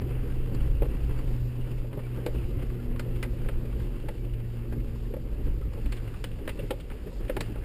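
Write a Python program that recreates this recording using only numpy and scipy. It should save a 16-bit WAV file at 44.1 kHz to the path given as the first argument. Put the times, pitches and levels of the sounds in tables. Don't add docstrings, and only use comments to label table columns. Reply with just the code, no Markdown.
import sys
import numpy as np
from scipy import signal
from scipy.fft import rfft, irfft, next_fast_len
from scipy.io import wavfile
from scipy.ndimage import uniform_filter1d, map_coordinates

SR = 44100
rng = np.random.default_rng(int(sys.argv[2]) if len(sys.argv) > 2 else 0)


def wrap_up_sound(samples):
    columns = np.atleast_2d(samples).T
    tamed = np.clip(columns, -1, 1)
    steps = np.round(tamed * 32767).astype(np.int16)
    wavfile.write(sys.argv[1], SR, steps)


def gain_from_db(level_db):
    decades = np.asarray(level_db, float) / 20
    return 10 ** decades


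N = 336924

# t/s, f/Hz
HUM_PITCH = [(0, 125.6), (1.1, 123.2), (2.3, 120.7), (3.5, 118.7), (4.7, 116.2), (5.5, 113.9), (6.5, 112.5),
             (7.64, 110.8)]
# t/s, level/dB
HUM_LEVEL = [(0, -33.5), (.64, -35.5), (.85, -33), (1.3, -33), (1.42, -29), (1.55, -34), (1.93, -34.5),
             (2.15, -31.5), (2.4, -37), (3.2, -34), (3.66, -40), (4.0, -33), (4.32, -33.5), (5.2, -40),
             (5.64, -41), (6.0, -36.5), (6.7, -40.5), (7.5, -34.5)]
# t/s, loss/dB, length/s
MOUNT_LULLS = [(.79, 14, 0.02), (.94, 12, 0.036), (2.0, 4, 0.09), (3.77, 12, 0.013), (3.94, 11, 0.038),
               (4.12, 11.5, 0.093), (5.32, 9, 0.048), (6.19, 8.5, 0.032), (6.42, 17, 0.034),
               (6.55, 15, 0.038), (6.93, 9.5, 0.14), (7.15, 7, 0.2), (7.33, 14, 0.034), (7.63, 8, 0.1)]
# t/s, level/dB, length/s
OCTAVE_SWELLS = [(0, -46, 0.17), (1.7, -50.5, 0.96), (2.65, -47.5, 0.19), (2.9, -40, 0.15),
                 (3.3, -49.5, 0.34), (3.5, -50, .15), (3.7, -44.5, 0.22), (4.72, -43.5, 0.15),
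                 (5.0, -49, 0.65), (5.9, -46.5, 0.11)]
# t/s, level/dB, length/s
TWELFTH_SWELLS = [(.5, -58, 0.23), (2.6, -50, 0.21), (2.95, -50.5, 0.29), (3.3, -50, 0.15), (3.7, -51, 1),
                  (4.28, -49, 0.1), (4.7, -52, 0.11), (5.5, -60, 0.28)]


def engine():
    turns = np.cumsum(curves(HUM_PITCH)[0] + 0.2 * wobble(8)) / SR
    hum_db = curves(HUM_LEVEL)[0] - summed(MOUNT_LULLS)
    levels = [hum_db, swells_db(OCTAVE_SWELLS, -79), swells_db(TWELFTH_SWELLS, -79)]
    out = np.zeros(N)
    for k, db in enumerate(levels):
        unsteady_db = 0.8 * wobble(15)
        out += gain_from_db(db + 2.0 + unsteady_db) * np.sin(2 * np.pi * (k + 1) * turns + k)
    return out


# f/Hz, level/dB per Hz
HEAVE_SPECTRUM = [(8, -34), (15, -1), (28, 0), (40, -1), (50, -12), (70, -50), (110, -120)]
# f/Hz, level/dB per Hz
BOOM_SPECTRUM = [(25, -50), (40, -12), (49, 0), (58, -1), (72, -12), (100, -12), (135, -30), (230, -120)]
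# t/s, level/dB, length/s
HEAVE_SWELLS = [(.2, -28, 0.073), (.45, -25.5, 0.13), (.62, -27.5, 0.24), (.8, -29, 0.2),
                (1.13, -26.5, 0.097), (1.32, -28.5, 0.1), (1.64, -28, 0.043), (1.78, -24, 0.06),
                (2.33, -26, 0.044), (2.47, -21.5, 0.022), (2.57, -31, 0.04), (2.68, -35, 0.086),
                (2.92, -27.5, 0.069), (3.15, -33, 0.2), (3.45, -26.5, 0.049), (3.56, -27.5, 0.036),
                (3.9, -33, 0.2), (4.08, -32, 0.068), (4.23, -37, 0.053), (4.34, -32, 0.04),
                (4.84, -32, 0.11), (5.1, -33.5, .12), (5.25, -32.5, 0.13), (5.48, -24.5, 0.084),
                (5.87, -31.5, 0.11), (6.0, -34, 0.036), (6.2, -43, 0.11), (6.55, -38.5, 0.23),
                (7.21, -37, 0.065), (7.33, -35.5, .1)]
# t/s, level/dB, length/s
BOOM_SWELLS = [(.0, -28.5, 0.09), (.33, -32.5, 0.23), (.62, -28.5, 0.092), (.8, -28, 0.21),
               (1.07, -27, 0.051), (1.24, -34, 0.053), (1.45, -35.5, 0.23), (2.42, -30, 0.1),
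               (2.57, -28, 0.028), (2.68, -35, 0.075), (2.93, -35, 0.12), (3.15, -36.5, 0.074),
               (3.34, -30.5, 0.043), (3.56, -33.5, 0.055), (3.78, -29, 0.082), (4.17, -36.5, 0.034),
               (4.3, -41, 0.042), (4.72, -37, 0.054), (4.87, -37, 0.16), (5.17, -48, 0.037),
               (5.33, -35, 0.069), (5.47, -27.5, 0.063), (5.66, -31.5, 0.13), (5.87, -35, 0.037),
               (6.11, -38, 0.034), (6.36, -40, 0.054), (6.55, -40, 0.25), (7.21, -32, 0.045),
               (7.45, -44, 0.093), (7.6, -38, 0.091)]


def body():
    heave_db = swells_db(HEAVE_SWELLS, -38)
    boom_db = swells_db(BOOM_SWELLS, -41)
    spectra = (HEAVE_SPECTRUM, BOOM_SPECTRUM)
    swings = np.array([coloured(rng.standard_normal(N), spectrum) for spectrum in spectra])
    power = np.abs(uniform_filter1d(swings ** 2, SR // 12, axis=1))
    heave, boom = swings / np.sqrt(1.5 + power)
    return gain_from_db(heave_db) * unit(heave) + gain_from_db(boom_db) * unit(boom)


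# t/s, weight on the tread/dB, loose stones/dB
TREAD_LOAD = [(0, -38.5, 0.5), (.72, -39, 0), (1.25, -41.5, 2.5), (1.5, -44, 0.5), (2.04, -42, 0.5),
              (2.19, -38.5, 1), (2.68, -43, 0), (2.96, -41, -0.5), (3.3, -42, 0.5), (3.91, -41.5, 0),
              (4.5, -45, -0.5), (5.15, -43.5, -1), (5.72, -43, -0.5), (5.92, -43, 4), (6.5, -43.5, 0),
              (6.94, -44.5, 0.5), (7.15, -43, 1.5), (7.64, -42, 1)]
# t/s, gain/dB, length/s
TYRE_SLIPS = [(.3, 3, 0.067), (.63, 3, .05), (1.3, 1, 0.14), (2.4, 3, 0.08), (3.82, 4, 0.053),
              (4.55, 2, .04), (4.73, 1, 0.067), (5.02, 2, 0.065), (5.6, -1, .04), (5.93, -1, 0.05),
              (6.64, 2.5, 0.061), (7.1, 0.5, 0.063), (.1, 1.5, .03), (.68, 1.5, .015), (1.53, 0.5, 0.027),
              (1.78, 3, .02), (1.89, -4.5, 0.033), (2.62, 4, .03), (2.73, 2, .03), (3.34, 1.5, .03),
              (4.4, 0.5, 0.014), (5.46, 3, .03), (6.01, -2, .02), (7.46, 4, .02)]
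# t/s, gain/dB, length/s
SAND_SPRAYS = [(.15, -1.5, .15), (1.41, 2.5, .07), (4.35, -3, 0.074), (5.0, 1.5, .1), (6.55, 2, .06),
               (7.15, 2.5, 0.12)]
# t/s, gain/dB, length/s
GRIND_SWELLS = [(.1, -1.5, 0.018), (.2, -1.5, .02), (.31, 1, .03), (.42, -3.5, 0.066), (.57, 0, .03),
                (.86, 5, .02), (1.32, 4.5, .02), (1.45, 2.5, .02), (1.54, -1.5, .015), (1.61, 3, 0.019),
                (2.1, -5.5, 0.045), (2.5, 0.5, .02), (2.57, 1.5, .02), (2.67, 0, .02), (3.06, 5, .015),
                (3.33, 4.5, .02), (3.8, 4, .03), (4.05, 4.5, .02), (4.4, 2, .015), (4.53, -0.5, .02),
                (4.76, 6.5, 0.032), (5.05, 0, .02), (5.26, 3, .015), (5.32, 1.5, .03), (5.41, 3.5, .015),
                (5.5, 0, .02), (5.72, 1.5, .02), (6.64, 6, .015), (6.79, 1, 0.012), (6.92, 2, 0.022),
                (7.08, 5.5, .02), (7.21, 5, .015), (7.5, 0.5, .02)]
# f/Hz, level/dB per Hz
GRIND_SPECTRUM = [(70, -120), (105, 1.5), (150, 3), (190, -2), (300, -1.5), (450, -4.5), (570, -10.5),
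                  (680, -25), (850, -23.5), (1100, -59), (1500, -120)]
# f/Hz, level/dB per Hz
GRIT_SPECTRUM = [(410, -34), (700, -0.5), (829, -3), (907, -2), (1510, -4.5), (2430, -6.5), (2700, -2.5),
                 (3300, -10.5), (4290, -59), (7260, -120)]
# f/Hz, level/dB per Hz
FIZZ_SPECTRUM = [(2060, -29), (3500, -1.5), (4210, -4), (4740, -0.5), (5210, -4.5), (5800, -8.5),
                 (7540, -9), (12800, -120)]


def tyres():
    grind_db, loose_db = curves(TREAD_LOAD)
    loose_db = loose_db + summed(TYRE_SLIPS)
    grit_db = -56 + 0.62 * (grind_db + 40) + loose_db
    fizz_db = -66.5 + 0.11 * (grind_db + 37.5) + 1.06 * loose_db + summed(SAND_SPRAYS)
    grind_db = grind_db + summed(GRIND_SWELLS)

    lumps = 0.7 * np.tanh(wobble(14))
    scuff_sizes = gain_from_db(np.minimum(4 * rng.exponential(size=N), 6))
    scuffs = (rng.random(N) < 60 / SR) * scuff_sizes
    t = np.arange(SR // 10) / SR
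    trail = (1 - np.exp(-t / 0.004)) * gain_from_db(-60 * t / 0.031)
    crunch = np.sqrt(1 + 0.22 * unit(signal.fftconvolve(scuffs, trail)[:N]) ** 2)

    grind = gain_from_db(0.9 * lumps + 1.3 * wobble(50)) * crunch ** 0.6 * patchy(patchy_db=0.8)
    grit = gain_from_db(2.35 * lumps + 0.26 * wobble(27)) * crunch * patchy(patchy_db=1.2)
    fizz = gain_from_db(0.067 * lumps + 0.87 * wobble(25)) * crunch ** 0.68 * patchy(patchy_db=0.0)
    out = gain_from_db(grind_db) * coloured(grind, GRIND_SPECTRUM)
    out += gain_from_db(grit_db) * coloured(grit, GRIT_SPECTRUM)
    out += gain_from_db(fizz_db) * coloured(fizz, FIZZ_SPECTRUM)
    return out


# t/s, level/dB, thud/dB, snap/dB, ring f/Hz
STONE_HITS = [(.5462, -43.5, -7, 2, 1060), (2.9946, -30.5, -2, -1.5, 1390), (3.2278, -28, -6, -5, 2300),
              (3.4868, -33, 4, -33, 1420), (5.8583, -42.5, 1, -18, 2820), (5.9224, -34.5, -26, 2, 2820),
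              (6.2408, -31, -1.5, 1, 3030), (6.477, -29, 2.5, -8, 1800), (6.492, -32, -1, -6, 2500),
              (6.591, -46.5, 21.5, -25, 2750), (7.2965, -31, 12.5, -25, 1660), (7.304, -49, 16, -25, 1200),
              (7.4069, -27, -1, 3.5, 1730)]
# t/s, level/dB, thud/dB, snap/dB, ring f/Hz
TRAY_SHAKES = [(1.9907, -44, 12, -28, 1000), (2.2631, -29.5, 11, -1.5, 2160), (3.246, -43.5, 9, -23, 1520),
               (4.0859, -36, 8, -8, 1900), (4.7232, -45, 14.5, -26, 1560), (5.7331, -47.5, 8, 0.5, 1040),
               (6.7067, -29, 10.5, -9, 3200), (6.9141, -44, -8, -27, 2310), (7.0699, -48.5, 10, -23, 1590),
               (7.366, -29, 6, -10, 1450), (7.5573, -45.5, 15, -26, 1210)]
# t/s, level/dB, thud/dB
STOP_BUMPS = [(0.5203, -51, 15), (.82, -40.5, 23), (0.8538, -44.5, 12), (1.275, -51, 16),
              (1.8439, -54.5, 21.5), (1.929, -42, 7), (1.9737, -53, 27), (2.1743, -49.5, 18.5),
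              (2.3469, -45.5, 14), (3.0519, -55, 17), (4.397, -53, 5), (5.138, -44, 18), (5.165, -49.5, 18),
              (5.4697, -53, 22), (5.7754, -54.5, 23.5), (6.786, -62, 22), (7.128, -62, 23), (.829, -44, 19),
              (6.72, -52, 20), (7.32, -58, 20)]
# t/s, level/dB, ring f/Hz
GRAVEL_TICKS = [(1.1882, -42, 1120), (2.7, -46, 1060), (2.9585, -42.5, 1100), (3.4, -55, 2500),
                (3.4456, -45, 1440), (4.336, -48.5, 2600), (4.177, -52, 2600), (4, -51, 2800),
                (4.8, -50, 2480), (3.8, -47, 1440), (5.929, -44, 2800), (5.98, -47, 2000),
                (7.633, -46, 1500), (6.6, -46, 2910), (5.9688, -45, 3000), (6.139, -44.5, 1210),
                (6.314, -48, 2800), (6.3859, -49, 2000), (6.571, -50, 1040), (6.9012, -42, 1390),
                (7.248, -50, 2500), (6.8, -44, 3100), (3.157, -47, 2800), (7.279, -45, 2600),
                (1.312, -50, 2000), (5.436, -55, 2600), (4.4, -51, 2200), (5.612, -49.5, 1340),
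                (7.157, -54, 2200), (.966, -52, 1900), (4.88, -54, 2600), (6, -51, 1500),
                (4.248, -49, 2800), (6.5, -43, 2000), (3.236, -41, 2500)]


def blows():
    stones = [(*row, -18) for row in STONE_HITS]
    shakes = [(*row, -5) for row in TRAY_SHAKES]
    bumps = [(s, db, thud_db, -21, 1075, thud_db - 22) for s, db, thud_db in STOP_BUMPS]
    ticks = [(s, db, -4, -17, hz, -24) for s, db, hz in GRAVEL_TICKS]
    return stones + shakes + bumps + ticks


def knocks():
    out = np.zeros(N + SR)
    t = np.arange(SR // 6) / SR
    contacts = blows()
    chance = rng.standard_normal((len(contacts), 5, len(t)))
    for (s, db, thud_db, snap_db, ring_hz, tray_db), noise in zip(contacts, chance):
        soft = np.clip((-36 - db) / 8, 0, 1)
        depth = 1.026 ** np.clip(thud_db / 24, 0, 1)
        rise = 1 - np.exp(-t / (0.0012 + 0.0019 * soft))

        def dying(t60, tail):
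            return rise * (gain_from_db(-60 * t / t60) + tail * gain_from_db(-60 * t / 0.2))

        def crack_response(f):
            broad = resonance(f, 790, 970) * resonance(f, 2480, 2100)
            return broad / (1 + 1j * f / 3000 - (f / 3300) ** 2)

        push = 0.55 * (t < 0.001)
        thud = dying(0.055, 0.26 - 0.14 * soft) * noise[0] + push
        thud = peaked(filtered(thud, lambda f: panels(f * depth)))
        tray = dying(0.045, 0.055) * (noise[1] + 2.6 * (t < 0.0006))
        tray = peaked(filtered(tray, lambda f: resonance(f, 855, 147) ** 2))
        crack = even(dying(0.031, 0.081) * noise[2])
        crack = peaked(filtered(crack, crack_response))
        ring = even(dying(0.049, 0.061) * noise[3])
        ring = peaked(filtered(ring, lambda f: resonance(f, ring_hz, 0.43 * ring_hz) ** 2))
        snap = dying(0.027, 0.084) * noise[4]
        snap = peaked(filtered(snap, lambda f: resonance(f, 4380, 1850) ** 2))

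        blow = gain_from_db(thud_db - 3.5) * thud + gain_from_db(tray_db + 1.5) * tray
        blow += gain_from_db(-3.0 - soft + 0.1 * max(thud_db - 10, 0)) * crack
        blow += gain_from_db(-8.5 + 4.5 * soft) * ring
        blow += gain_from_db(snap_db - 8.5) * snap
        out[round((s - 0.0008) * SR):][:len(t)] += gain_from_db(db) * blow
    return out[:N]


# f/Hz, width/Hz, level/dB
PANEL_MODES = [(213, 90, -29), (337, 163, -3.5), (514, 84, 6), (622, 116, -2)]


def panels(f):
    modes = 0
    for k, (hz, width, db) in enumerate(PANEL_MODES):
        modes = modes + (-1) ** k * gain_from_db(db) * resonance(f, hz, width)
    return modes / (1 + 1j * f / 1100) ** 2


# t/s, f/Hz, level/dB, length/s
TRIM_PINGS = [(.32, 1600, -54, .03), (.55, 4600, -53, .025), (.825, 2550, -48, .012),
              (1.19, 4600, -56, .02), (1.62, 2850, -54, .02), (2.05, 2300, -53, .035),
              (2.19, 1620, -52, .04), (2.35, 1420, -50, .02), (2.8, 1400, -52, .02), (3.82, 1610, -53, .02),
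              (4.21, 2300, -58, .05), (4.338, 2850, -55, .012), (4.73, 1590, -53, .03),
              (4.79, 2200, -55, .012), (5.848, 4400, -57, .008), (6.498, 2680, -45, .012),
              (6.595, 2700, -35, .007), (6.594, 1900, -47, .006), (6.596, 3400, -48, .006),
              (5.055, 1800, -58, .02), (5.63, 1300, -54, .015), (7.13, 950, -53, .025)]
# t/s, f/Hz, level/dB, length/s
PANEL_NOTES = [(0.826, 720, -34, .014), (.826, 410, -36, .016), (.862, 520, -41, .02),
               (1.942, 292, -43, .03), (1.932, 1100, -48, 0.0074), (2.178, 480, -43, .012),
               (2.266, 565, -27, .008), (3.058, 520, -41, .014), (3.237, 2000, -38, .014),
               (4.091, 846, -40, .012), (4.735, 1000, -51, .015), (5.141, 500, -35, .01),
               (5.17, 550, -34, .01), (5.483, 556, -46, .02), (5.78, 520, -43, .012),
               (5.869, 71.6, -33, .07), (6.246, 2950, -36, .008), (6.6, 496, -32, .013),
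               (6.71, 1390, -36, 0.0095), (6.793, 560, -45, .02), (7.369, 850, -38, .008),
               (7.41, 3900, -40, .01), (.831, 527, -34, .012), (.868, 420, -41, .016),
               (1.987, 480, -37, .016), (2.257, 400, -36, .014), (2.359, 400, -39, .014),
               (2.278, 520, -37, .012), (2.996, 1410, -39, .006), (3.23, 2350, -38, .006),
               (3.269, 400, -40, .01), (4.099, 520, -42, .014), (5.111, 453, -35, .01),
               (5.152, 400, -40, .012), (6.243, 1500, -42, .005), (6.481, 523, -39, .012),
               (6.5, 2000, -44, .012), (6.711, 3200, -41, .007), (6.724, 483, -38, .024),
               (7.305, 372, -28.5, 0.015), (7.299, 560, -27, .01), (6.71, 496, -31, .012),
               (6.74, 520, -42, .024), (1.281, 560, -47, .01), (6.522, 2650, -53, .03),
               (.895, 320, -41, .016), (7.324, 330, -40, .024), (7.37, 330, -31, 0.016),
               (7.413, 370, -33, 0.017)]
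# t/s, f/Hz, level/dB, length/s
BODY_LURCHES = [
    (5.456, 36, -26, .07),
    (5.455, 139, -39, 0.045),
    (5.622, 50, -32, .07),
    (5.87, 49, -20.5, 0.079),
]


def pings():
    t = np.arange(N) / SR
    out = np.zeros(N)
    drift = np.cumsum(wobble(90)) / SR
    flutter = gain_from_db(2 * wobble(150))
    for s, hz, db, length in TRIM_PINGS + PANEL_NOTES + BODY_LURCHES:
        near = slice(round((s - 0.1) * SR), round((s + 0.1) * SR))
        u = t[near] - s
        swell = np.exp(-(2 * u / length) ** 2)
        out[near] += gain_from_db(db - 2.5) * swell * np.sin(2 * np.pi * hz * (u + 0.008 * drift[near]))
    return out * flutter


# t/s, level/dB, length/s
AXLE_THUMPS = [(.3, -46, 0.034), (.55, -41.5, 0.031), (.65, -38, 0.026), (.83, -37, .03), (.92, -42, .03),
               (1.05, -48, 0.033), (1.31, -45, 0.032), (1.97, -37.5, 0.037), (2.35, -43, 0.027),
               (2.58, -43.5, 0.037), (3.0, -44, .03), (3.27, -40, 0.027), (3.6, -43.5, .03),
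               (3.85, -41, .03), (4.08, -44, .03), (4.77, -42, 0.034), (5.47, -43, 0.037), (5.57, -44, .03),
               (5.87, -41, .03), (6.02, -48.5, 0.034), (6.48, -42, .03), (6.57, -40, .03), (7.1, -49, .03),
               (7.4, -37.5, 0.028)]
# f/Hz, level/dB per Hz
FLOOR_SPECTRUM = [(60, -120), (85, -5), (140, -1), (200, -4), (290, -1.5), (360, -9.5), (500, -120)]


def axle():
    return gain_from_db(swells_db(AXLE_THUMPS, -64.0)) * coloured(rng.standard_normal(N), FLOOR_SPECTRUM)


def resonance(f, hz, width):
    return 1j * f * width / (hz * hz - f * f + 1j * f * width)


def filtered(x, response):
    m = next_fast_len(x.shape[-1] + min(8192, x.shape[-1] // 3))
    return irfft(rfft(x, m) * response(np.fft.rfftfreq(m, 1 / SR)), m)[..., :x.shape[-1]]


def coloured(x, spectrum):
    hz, db = np.transpose(spectrum)
    return unit(filtered(x, lambda f: gain_from_db(np.interp(np.log(f + 1), np.log(hz + 1), db))))


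def even(burst):
    z = rfft(burst)
    flat = irfft(z / np.sqrt(uniform_filter1d(np.abs(z) ** 2, size=70)), len(burst))
    return flat * (np.arange(len(burst)) < 0.9 * len(burst))


def patchy(patchy_db):
    z = signal.stft(rng.standard_normal(N), nperseg=512)[2]
    field = uniform_filter1d(rng.standard_normal(z.shape), size=6, axis=0)
    field = uniform_filter1d(field, size=9, axis=1)
    return signal.istft(z * gain_from_db(patchy_db * unit(field)), nperseg=512)[1][:N]


def unit(x):
    return x / np.sqrt(np.mean(x ** 2) + 1e-20)


def peaked(x):
    return x / np.sqrt(uniform_filter1d(x * x, size=300).max() * 3)


def curves(rows):
    s, *cols = np.transpose(rows)
    return [np.interp(np.arange(N) / SR, s, c) for c in cols]


def wobble(rate):
    knots = rng.standard_normal(int(N * rate / SR) + 4)
    return map_coordinates(knots, [np.arange(N) * rate / SR])


def bells(rows):
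    t = np.arange(0, N, 64) / SR
    s, size, length = np.transpose(rows)[..., None]
    return t, size, np.exp(-((t - s) / length) ** 2)


def swells_db(rows, rest_db):
    t, db, shape = bells(rows)
    power = gain_from_db(2 * rest_db) + np.sum(gain_from_db(2 * db) * shape ** 2, axis=0)
    return np.interp(np.arange(N) / SR, t, 10 * np.log10(power))


def summed(rows):
    t, size, shape = bells(rows)
    return np.interp(np.arange(N) / SR, t, np.sum(size * shape, axis=0))


def scene():
    return (engine() + body() + tyres() + knocks() + pings() + axle())[None]


def roll_off(x):
    return signal.sosfilt(signal.butter(12, 16370, fs=SR, output="sos"), x)


def record(dry):
    hold_hz, top_hz = 12000, 15300
    squeezed = dry / (1 + np.abs(dry / 0.25) ** 4) ** 0.25
    narrow = filtered(squeezed, lambda f: 1 / (1 + (f / 5800) ** 24) * (f < hold_hz / 2))
    comb = 1 + 2 * np.cos(2 * np.pi * hold_hz * np.arange(N) / SR)
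    held = filtered(narrow * comb, lambda f: np.sinc(f / hold_hz) / (1 + (f / top_hz) ** 160))
    return roll_off(held)


dry = scene()
out = record(dry)
wrap_up_sound(out)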